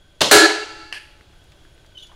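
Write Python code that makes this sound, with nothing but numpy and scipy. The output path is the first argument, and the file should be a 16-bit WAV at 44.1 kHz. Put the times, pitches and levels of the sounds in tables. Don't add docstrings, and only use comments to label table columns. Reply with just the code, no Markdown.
import sys
import numpy as np
from scipy import signal
from scipy.fft import rfft, irfft, next_fast_len
from scipy.io import wavfile
from scipy.ndimage import map_coordinates

SR = 44100
rng = np.random.default_rng(int(sys.argv[2]) if len(sys.argv) > 2 else 0)


def gain_from_decibels(decibels):
    exponent = np.asarray(decibels, float) / 20
    return 10 ** exponent


def to_wav(s):
    ch = np.atleast_2d(s).T
    pcm = np.round(np.clip(ch, -1, 1) * 32767)
    wavfile.write(sys.argv[1], SR, pcm.astype(np.int16))


N = 94815
T = np.arange(N) / SR

# frequency in Hz, time to fall by 60 dB in s.
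NEAR_ROOM = [(100, 0.38), (500, 0.33), (3000, 0.34), (6000, 0.48), (11000, 0.34), (16000, .15)]
HIT_S, METAL_RISE_S = .312, 0.03


def unit(x):
    return x / np.sqrt(np.mean(x ** 2) + 1e-20)


def along(points, hz):
    f, v = np.transpose(points)
    return np.interp(np.log(hz + 1), np.log(f + 1), v)


def curves(rows):
    s, *cols = np.transpose(rows)
    return [np.interp(T, s, c) for c in cols]


def wobble(rate):
    return map_coordinates(rng.standard_normal(4000), [T * min(rate, 1500)])


def noise(response):
    m = next_fast_len(N)
    spectrum = rfft(rng.standard_normal(m)) * response(np.fft.rfftfreq(m, 1 / SR))
    return unit(irfft(spectrum, m)[:N])


def band(hz, width_hz):
    return lambda f: np.abs(f * width_hz / (hz * hz - f * f + 1j * f * width_hz))


def dying(s, t60, rise_s):
    t = np.clip(T - s, 0, None)
    return (1 - np.exp(-t / rise_s)) * gain_from_decibels(-60 * t / t60)


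def tail(x, s, room):
    late_db, late_longer = -26.5, 2.6
    build_s = 0.0014
    hz, t, z = signal.stft(x, SR, nperseg=256)
    fall_db = -60 * np.clip(t - s, 0, None) / along(room, hz)[:, None]
    z = z * (gain_from_decibels(fall_db) + gain_from_decibels(late_db + fall_db / late_longer))
    answer = signal.istft(z, SR, nperseg=256)[1][:N]
    return answer * dying(s, 1e3, build_s)


def blows(rows, colour, room):
    gain = lambda f: gain_from_decibels(along(colour, f))
    total = 0
    for s, crack_db, t60, room_db in rows:
        crack = gain_from_decibels(crack_db) * noise(gain) * dying(s, t60, 1e-4)
        answer = gain_from_decibels(room_db) * tail(noise(gain), s, room)
        total = total + crack + answer
    return total


def floor():
    # frequency in Hz, relative level in dB per Hz.
    hiss_colour = [(4.7, -30.5), (8.0, 2.5), (97, -8.5), (156, -14), (229, -26.5), (325, -18.5),
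                   (433, -23.5), (635, -22), (903, -27), (1500, -30.5), (2350, -30.5), (3340, -27.5),
                   (5400, -36), (15000, -50.5), (16500, -62)]
    # time in seconds, level in dB about which it wavers.
    hiss_level = [(0, -54.5), (.2, -52), (.46, -60.5), (.7, -51), (.9, -51.5), (1.3, -49), (2.15, -49.5)]
    # frequency in Hz, resonance width in Hz, level in dB about which it wavers.
    whines = [(324, 160, -66), (585, 35, -71), (1520, 130, -68), (3320, 160, -65.5), (6820, 390, -77.5),
              (9250, 200, -82), (10710, 160, -77)]
    level_db, = curves(hiss_level)
    total = noise(lambda f: gain_from_decibels(along(hiss_colour, f))) * gain_from_decibels(level_db + .7 * wobble(8))
    for hz, width_hz, db in whines:
        whine = noise(lambda f: band(hz, width_hz)(f) ** 2)
        total = total + gain_from_decibels(db + 1.4 * wobble(13)) * whine
    return total


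def ticks():
    # start in seconds, level in dB, pitch in Hz, time to fall by 60 dB in s.
    tick_rows = [(1.2095, -40.5, 1570, 0.018), (1.19, -48.5, 397, 0.092), (1.211, -47.5, 150, 0.057),
                 (1.3357, -52, 1200, .04), (1.4395, -58.5, 8990, 0.029), (1.5194, -40.5, 3056, 0.013),
                 (1.523, -49, 2050, 0.035), (1.65, -54, 1548, .05), (1.7775, -50, 2000, 0.022),
                 (1.845, -52, 1400, 0.058), (1.862, -51, 4200, 0.032), (2.048, -49, 1540, 0.019),
                 (2.068, -48.5, 4000, 0.047), (2.094, -53, 820, 0.095), (2.116, -42, 1105, 0.037),
                 (2.129, -49, 880, 0.1)]
    total = 0
    for s, db, hz, t60 in tick_rows:
        grain = noise(lambda f: band(hz, .9 * hz)(f) ** 2)
        total = total + gain_from_decibels(db) * grain * dying(s, t60, 0.00048)
    return total


def squeal(rows):
    # multiple of the pitch, level in dB on top of the overtone curve.
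    overtones = [(2, 1.5), (3, -5.5), (4, -14)]
    # frequency in Hz, relative level in dB per Hz.
    rasp_colour = [(1800, -34), (2500, 2), (3400, 12), (4500, 2), (6200, -5), (8000, -18), (12000, -25),
                   (14000, -40)]
    jitter_hz, flutter_db, rasp_db = 91, 4, -7
    hz, db, over_db, rough = curves(rows)
    phase = 2 * np.pi * np.cumsum(hz + rough * jitter_hz * wobble(400)) / SR
    tone = np.sin(phase)
    for k, extra_db in overtones:
        tone = tone + gain_from_decibels(over_db + extra_db) * np.sin(k * phase)
    rasp = rough * gain_from_decibels(rasp_db) * noise(lambda f: gain_from_decibels(along(rasp_colour, f)))
    level = gain_from_decibels(db + rough * flutter_db * wobble(250))
    sounding = (T > rows[0][0]) * (T < rows[-1][0])
    return (np.sqrt(2) * tone + rasp) * level * sounding


def squeak():
    # time in seconds, pitch in Hz, level in dB, overtones in dB, roughness (0 is smooth, 1 rough).
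    low_squeal = [(1.945, 3062, -64.5, -28, 0.06), (1.958, 3076, -43.5, -32, .2),
                  (1.968, 3047, -54, -30, 0.3), (1.978, 2980, -33, -24, 0.3), (1.985, 3185, -46.5, -10, .4),
                  (1.99, 3063, -61, -14.5, 0.96), (2.003, 3012, -47, -15, 1), (2.02, 3100, -55, -11, 1.1),
                  (2.048, 2890, -50.5, -21, 1.04), (2.058, 2953, -66, -21, 1.04)]
    # time in seconds, pitch in Hz, level in dB, overtones in dB, roughness (0 is smooth, 1 rough).
    high_squeal = [(1.982, 3680, -64, -25, 0.77), (1.987, 3638, -46, -25, 0.86), (2.0, 3613, -49, -23, 1),
                   (2.018, 3590, -53.5, -20, 0.96), (2.027, 3372, -39.5, -19.5, 0.47),
                   (2.036, 3460, -50, -9, 0.5), (2.055, 3440, -54.5, -13, .6),
                   (2.068, 3453, -67, -18.5, 0.96)]
    room_db = -6.5
    direct = squeal(low_squeal) + squeal(high_squeal)
    echo = tail(rng.standard_normal(N), 0, NEAR_ROOM)[:SR // 2]
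    echo = echo / np.linalg.norm(echo)
    return direct + gain_from_decibels(room_db) * signal.fftconvolve(direct, echo)[:N]


def drop():
    # start in seconds, crack in dB, crack's 60 dB fall in s, room in dB.
    falls = [(.9255, -16.5, 0.0092, -32.5), (.9445, -30, 0.022, -39)]
    # frequency in Hz, relative level in dB per Hz.
    colour = [(180, -55), (300, -30), (800, -16), (1400, -16.5), (1700, 3), (1910, -9.5), (2780, -2),
              (3300, -10), (3700, -19.5), (4690, -8.5), (5440, -18), (7500, -26.5), (9030, -22.5),
              (12000, -31.5), (13500, -50), (16000, -54.5)]
    # frequency in Hz, level in dB, time to fall by 60 dB in s.
    dart_tones = [(1730, -33, 0.017), (2660, -15.5, 0.015), (3100, -24, 0.028), (4830, -31.5, 0.016)]
    # frequency in Hz, time to fall by 60 dB in s.
    far_room = [(300, 0.31), (1500, 0.39), (3000, 0.48), (6000, 0.33), (11000, 0.52), (16000, 0.26)]
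    s = falls[0][0]
    click = 0
    for hz, db, t60 in dart_tones:
        click = click + gain_from_decibels(db) * dying(s, t60, 0.0005) * np.sin(2 * np.pi * hz * (T - s))
    return click + blows(falls, colour, far_room)


def pings():
    # start in seconds, frequency in Hz, level in dB, time to fall by 60 dB in s.
    ping_rows = [(.495, 1335, -17, .12), (.605, 1690, -25, .12), (.6, 421, -27, .15),
                 (.706, 1338, -24, .09), (.95, 1700, -35, .14)]
    total = 0
    for s, hz, db, t60 in ping_rows:
        tone = np.sin(2 * np.pi * (hz * T + rng.random()))
        total = total + gain_from_decibels(db) * dying(s, t60, .015) * tone
    return total


def stand():
    # frequency in Hz, level in dB about which it wavers, time to fall by 60 dB in s.
    linger = (851, -30, 1.62)
    hz, db, t60 = linger
    return gain_from_decibels(db + 1.2 * wobble(5)) * dying(HIT_S, t60, METAL_RISE_S) * np.sin(2 * np.pi * hz * T)


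def target():
    # frequency in Hz, relative level in dB, time to fall by 60 dB in s, slow waver in Hz.
    modes = [(307.9, -10, 0.56, 24), (327.3, 1.2, .55, 9), (349, -22.5, 0.86, 18), (389, -2, 0.41, 20.8),
             (423, 1.5, 0.61, 8.3), (588, -6, .5, 25.5), (674, -14.5, 0.27, 20), (775, -1.5, 0.43, 22),
             (985, -8.5, .55, 21.6), (1335, -8.5, 0.78, 25.58), (1550, -12, 0.52, 16),
             (1674.5, -2.5, 0.64, 12.34), (1725, -1.5, .7, 14.94), (2207, -8, 0.61, 23),
             (2740, -17.5, 0.92, 30), (3950, -16, .55, 90), (4143, -1.5, 0.43, 70), (4593, -13, 0.84, 350)]
    # time in seconds, change in dB.
    ring_level = [(.31, 3), (.4, -2), (.46, 5.5), (.475, -2.5), (.515, 4), (.53, -2), (.6, -1), (.635, 6.5),
                  (.65, -12), (.7, 4), (.725, 5), (.745, 1), (.82, 5), (.9, 8.5)]
    ring_db = -3.5
    steady, slow, fast = .5, .5, .4
    ring = 0
    for hz, db, t60, waver_hz in modes:
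        fast_hz = 3 * waver_hz
        slow_waver = wobble(waver_hz) + 1j * wobble(waver_hz)
        fast_waver = wobble(fast_hz) + 1j * wobble(fast_hz)
        smear = steady + slow * slow_waver + fast * fast_waver
        tone = np.real(smear * np.exp(2j * np.pi * (hz * T + rng.random())))
        ring = ring + gain_from_decibels(db) * dying(HIT_S, t60, METAL_RISE_S) * tone
    return gain_from_decibels(ring_db + curves(ring_level)[0]) * ring


def bang():
    # start in seconds, crack in dB, crack's 60 dB fall in s, room in dB.
    hit = [(.312, 0.5, .02, 1)]
    # frequency in Hz, relative level in dB per Hz.
    colour = [(120, -79.5), (200, -37.5), (303, -4), (412, -2), (485, -12.5), (761, -6.5), (1170, -19),
              (1310, -3), (1720, -12), (2020, -12.5), (3600, -14.5), (4100, -8.5), (4700, -12),
              (5300, -17.5), (7280, -15.5), (11400, -20.5), (13200, -36.5), (16000, -46)]
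    # frequency in Hz, time to fall by 60 dB in s.
    bang_room = [(100, 0.5), (300, 0.46), (1000, 0.54), (3000, 0.59), (6000, 0.51), (11000, 0.3),
                 (16000, .25)]
    return blows(hit, colour, bang_room)


def rifle():
    # start in seconds, crack in dB, crack's 60 dB fall in s, room in dB.
    contacts = [(.194, -57, 0.019, -59), (.2055, -42, .02, -41.5), (.2075, -9, 0.045, -12),
                (.215, 6, 0.026, -10)]
    # frequency in Hz, relative level in dB per Hz.
    colour = [(59, -44.5), (100, -6.5), (249, -7), (308, -0.5), (365, -7), (558, 3.5), (784, -7), (991, -1),
              (1800, -12.5), (1950, -4.5), (2320, -12), (2690, -2.5), (3540, -2.5), (9820, -21),
              (16000, -37)]
    return blows(contacts, colour, NEAR_ROOM)


def scene():
    shot = rifle() + bang() + target() + stand() + pings()
    return (shot + drop() + ticks() + squeak())[None]


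def band_limit(x):
    return signal.sosfilt(signal.butter(12, 16990, fs=SR, output="sos"), x)


def record(dry):
    # time in seconds, level in dB.
    level_rows = [(0, -4.5), (.23, -4.5), (.31, -2.5), (.33, -2), (.46, -1), (.48, -2), (.65, -2.5),
                  (.75, -2), (.82, .8), (.9, -.8), (.93, 0), (.982, 1.5), (.992, -2.5), (1.04, -.8),
                  (1.15, 0)]
    clip_top, clip_hard = 0.87, 9.9
    low_cut_hz, top_hz = 90, 15800
    x = dry / (1 + np.abs(dry / clip_top) ** clip_hard) ** (1 / clip_hard)
    x = x * gain_from_decibels(curves(level_rows)[0])
    x = signal.lfilter(*signal.butter(1, low_cut_hz / (SR / 2), "high"), x)
    x = x + floor()
    x = signal.sosfilt(signal.ellip(10, .5, 60, top_hz / (SR / 2), output="sos"), x)
    return band_limit(x)


dry = scene()
out = record(dry)
to_wav(out)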